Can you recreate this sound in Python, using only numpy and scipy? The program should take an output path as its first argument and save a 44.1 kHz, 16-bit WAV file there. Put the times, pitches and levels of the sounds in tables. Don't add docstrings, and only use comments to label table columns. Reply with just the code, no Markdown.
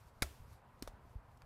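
import sys
import numpy as np
from scipy import signal
from scipy.fft import rfft, irfft
from scipy.io import wavfile

SR = 44100
rng = np.random.default_rng(int(sys.argv[2]) if len(sys.argv) > 2 else 0)


def how_loud(loudness_db):
    steps = np.asarray(loudness_db, float) / 20
    return 10 ** steps


def inscribe(sig):
    pcm = np.round(np.clip(np.atleast_2d(sig).T, -1, 1) * 32767)
    wavfile.write(sys.argv[1], SR, pcm.astype(np.int16))


N = 63945

# time in seconds, level in dB.
RUSTLE_LEVEL = [(0, -72), (.05, -78.5), (.08, -74.5), (.12, -83), (.2, -79), (.4, -74), (.46, -79),
                (.53, -72), (.57, -78), (.62, -87.5), (.72, -83.5), (.8, -82), (.95, -87.5), (1.1, -78.5),
                (1.22, -86.5), (1.33, -82), (1.45, -83.5)]
# frequency in Hz, density in dB per Hz.
RUSTLE_SPECTRUM = [(880, -34), (1500, -12.5), (1690, -11.5), (2140, -3), (3000, -8.5), (4830, -7),
                   (6630, -10), (13900, -10), (16000, -23)]
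# frequency in Hz, density in dB per Hz.
TRAFFIC_SPECTRUM = [(120, -30), (200, -3.5), (325, -9), (387, -7.5), (993, -2.5), (1180, -7.5), (1510, -10),
                    (1800, -14.5), (5000, -35), (6500, -60), (11000, -120)]
# time in seconds, level in dB.
TRAFFIC_SWELL = [(0.0, -69), (0.544, -68.5), (0.936, -66.5), (1.17, -68.5), (1.45, -68)]
# time in seconds, level in dB.
GUSTS = [(0, -68.5), (.1, -66), (.35, -62), (.5, -61), (.58, -68.5), (.7, -64.5), (.8, -63), (1.0, -61.5),
         (1.25, -63.5), (1.45, -62.5)]
# frequency in Hz, density in dB per Hz.
WIND_SPECTRUM = [(12, -38), (20, -8), (70, -0.5), (113, 0.5), (151, -9.5), (250, -17.5), (320, -43),
                 (550, -120)]
# start in seconds, level in dB, pitch in Hz, 60 dB decay in seconds, signed direction (a factor).
THUMPS = [(.065, -56.5, 67, 0.24, 1), (0.2205, -37, 270, .01, -1), (.2205, -33.5, 41.6, 0.11, 0.7),
          (.2225, -26.5, 234, 0.0081, 0.99), (0.2225, -34.5, 102, 0.052, 0.92),
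          (.2255, -34.5, 580, 0.014, 0.91), (.241, -46, 627, 0.033, 1), (0.2428, -41.5, 68.7, 0.24, 1),
          (.243, -51, 380, 0.054, 0.86), (0.401, -50.5, 42.7, .25, 1), (0.4, -48.5, 82, .2, 0.98),
          (.48, -54.5, 60.7, .2, 0.85), (0.511, -50.5, 75, .2, 0.88), (.823, -49.5, 35, 0.19, 1),
          (0.8232, -37.5, 266, 0.028, -1.09), (0.8252, -49, 386, 0.023, 0.81),
          (0.8758, -36, 598, 0.014, -0.88), (.877, -45.5, 35.4, 0.13, 0.96), (.935, -53, 99, .15, 1),
          (1.03, -54, 69, 0.19, 1), (1.051, -59, 294, 0.032, 1), (1.154, -43, 88, 0.061, -1.06),
          (1.158, -40, 48.3, 0.12, 0.95), (1.432, -50, 55, 0.22, 1)]
# start in seconds, level in dB, rise in seconds, 60 dB decay in seconds.
TICKS = [(.203, -76, .002, .02), (.234, -55, .004, .1), (.525, -69, .005, .04), (.617, -81, .001, .015),
         (.794, -77, .001, .01), (.827, -64, .003, .2), (1.07, -79, .001, .015), (1.128, -79, .001, .015),
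         (1.3155, -73, .001, .01), (1.3725, -69, .001, .025), (1.4195, -63, .0006, .01),
         (1.425, -72, .001, .01)]
# start in seconds, level in dB, rise in seconds, 60 dB decay in seconds.
CRUSHES = [
    (.2206, -30, 0.0019, 0.023),
    (.2272, -37, 0.0017, 0.026),
    (.8236, -48, 0.0024, 0.013),
    (.8748, -52, 0.00068, 0.041),
]
# frequency in Hz, density in dB per Hz.
BARK_SPECTRUM = [(470, -49.5), (800, -7.5), (2210, -9), (2910, -16.5), (3260, -9.5), (4990, -11),
                 (9570, -15), (10400, -12), (16000, -22)]
# start in seconds, level in dB, pitch in Hz, 60 dB decay in seconds.
WOOD_MODES = [(.2209, -31.5, 2230, 0.013), (.2218, -32, 3830, 0.014), (.2226, -26.5, 4850, 0.011),
              (.2236, -29.5, 1710, 0.0064), (0.2235, -33.5, 6670, 0.0095), (0.2238, -37, 1146, 0.015),
              (.224, -41.5, 704, 0.046), (.227, -26.5, 2120, 0.0099), (.2285, -37, 1367, 0.028),
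              (.794, -68, 6400, 0.01), (.8236, -58, 1160, .008), (.8237, -40, 4280, 0.0072),
              (0.8236, -44, 5420, 0.011), (.8242, -45, 14000, .01), (0.8249, -47.5, 1770, 0.0096),
              (0.8239, -49, 6800, .008), (0.8245, -41, 8710, 0.0062), (.8264, -47.5, 2980, 0.01),
              (.875, -48.5, 5800, 0.0053), (.8752, -52, 3700, 0.008), (.8757, -45, 1260, 0.0059),
              (.8797, -51.5, 890, 0.0087), (1.373, -67, 7750, 0.012), (1.4197, -55.5, 4600, 0.0046),
              (1.4197, -60, 6300, .004), (1.4198, -49, 1400, 0.0029), (1.4199, -53.5, 2370, .004),
              (1.7, -66, 4600, 0.0071)]
# frequency in Hz, density in dB per Hz.
ECHO_SPECTRUM = [(180, -36), (300, 0), (614, -8), (667, -8), (801, -13.5), (1030, -19), (1230, -8.5),
                 (10700, -16), (16000, -20)]


def rms_one(x):
    return x / np.sqrt(np.mean(x ** 2) + 1e-20)


def in_time(rows):
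    return np.interp(np.arange(N) / SR, *np.transpose(rows))


def drift(rate_hz):
    hop = 40
    settle = 2000
    pole = np.exp(-2 * np.pi * rate_hz * hop / SR)
    noise = rng.standard_normal(N // hop + settle + 2)
    slow = rms_one(signal.lfilter([1], [1, -2 * pole, pole * pole], noise)[settle:])
    return np.interp(np.arange(N) / hop, np.arange(len(slow)), slow)


def coloured(spectrum, patchy_db):
    hz = np.fft.rfftfreq(N, 1 / SR) + 1
    at, db = np.transpose(spectrum)
    density_db = np.interp(np.log(hz), np.log(at), db, left=-90, right=-90)
    lines = rfft(rng.standard_normal(N)) * how_loud(density_db)
    half_octave = (2 * np.log2(hz / 20)).astype(int)
    total = np.zeros(N)
    for k in range(20):
        band = irfft(lines * (half_octave == k), N)
        total += band * how_loud(patchy_db * drift(14.0))
    return rms_one(total)


def shaped(x, spectrum):
    hz = np.fft.rfftfreq(512, 1 / SR) + 1
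    at, db = np.transpose(spectrum)
    cepstrum = irfft(np.log(how_loud(np.interp(np.log(hz), np.log(at), db))))
    cepstrum[1:256] *= 2
    cepstrum[257:] = 0
    response = irfft(np.exp(rfft(cepstrum)))
    return signal.lfilter(rms_one(response) / np.sqrt(512), [1], x)


def burst(start_s, rise_s, t60_s):
    t = np.maximum(np.arange(N) / SR - start_s, 0)
    rise = np.sin(np.pi / 2 * np.minimum(t / rise_s, 1)) ** 2
    return rise * how_loud(-60 * np.maximum(t - rise_s, 0) / t60_s)


def ringing(start_s, db, hz, t60_s, turns):
    phase = 2 * np.pi * hz * (np.arange(N) / SR - start_s)
    return how_loud(db) * burst(start_s, turns / hz, t60_s) * np.sin(phase)


def rustle():
    return how_loud(in_time(RUSTLE_LEVEL)) * coloured(RUSTLE_SPECTRUM, patchy_db=1.0)


def far_traffic():
    swell_db = in_time(TRAFFIC_SWELL)
    mean_level_db = -67
    return how_loud(mean_level_db + swell_db - swell_db.mean()) * coloured(TRAFFIC_SPECTRUM, patchy_db=1.5)


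def wind():
    return how_loud(in_time(GUSTS)) * coloured(WIND_SPECTRUM, patchy_db=2.5)


def thumps():
    total = np.zeros(N)
    for start_s, db, hz, t60_s, direction in THUMPS:
        total += direction * ringing(start_s, db, hz, t60_s, turns=0.29)
    return total


def bark():
    snaps_per_s, spread_db = 30000, 2.0
    size = how_loud(spread_db * rng.exponential(1, N))
    sign = rng.choice([-1, 1], N)
    happens = rng.random(N) < snaps_per_s / SR
    snaps = rms_one(size * sign * happens)
    envelope = np.zeros(N)
    for start_s, db, rise_s, t60_s in [*CRUSHES, *TICKS]:
        envelope += how_loud(db) * burst(start_s, rise_s, t60_s)
    return shaped(snaps * envelope, BARK_SPECTRUM)


def wood_modes():
    return sum(ringing(*row, turns=1.3) for row in WOOD_MODES)


def trees():
    level_db, delay_s, rise_s, t60_s = -59.5, .006, .01, 0.49
    strongest_db = CRUSHES[0][1]
    envelope = np.zeros(N)
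    for start_s, db, _, _ in CRUSHES:
        envelope += how_loud(db - strongest_db) * burst(start_s + delay_s, rise_s, t60_s)
    return how_loud(level_db) * envelope * coloured(ECHO_SPECTRUM, patchy_db=1.5)


def scene():
    background = rustle() + far_traffic() + wind()
    blows = thumps() + bark() + wood_modes() + trees()
    return (background + blows)[None]


def roll_off(x):
    return signal.sosfilt(signal.butter(12, 16500, fs=SR, output="sos"), x)


def record(dry):
    low_pass = signal.cheby2(12, 60, 16600, fs=SR, output="sos")
    mix = signal.sosfilt(low_pass, dry)
    return roll_off(mix)


dry = scene()
out = record(dry)
inscribe(out)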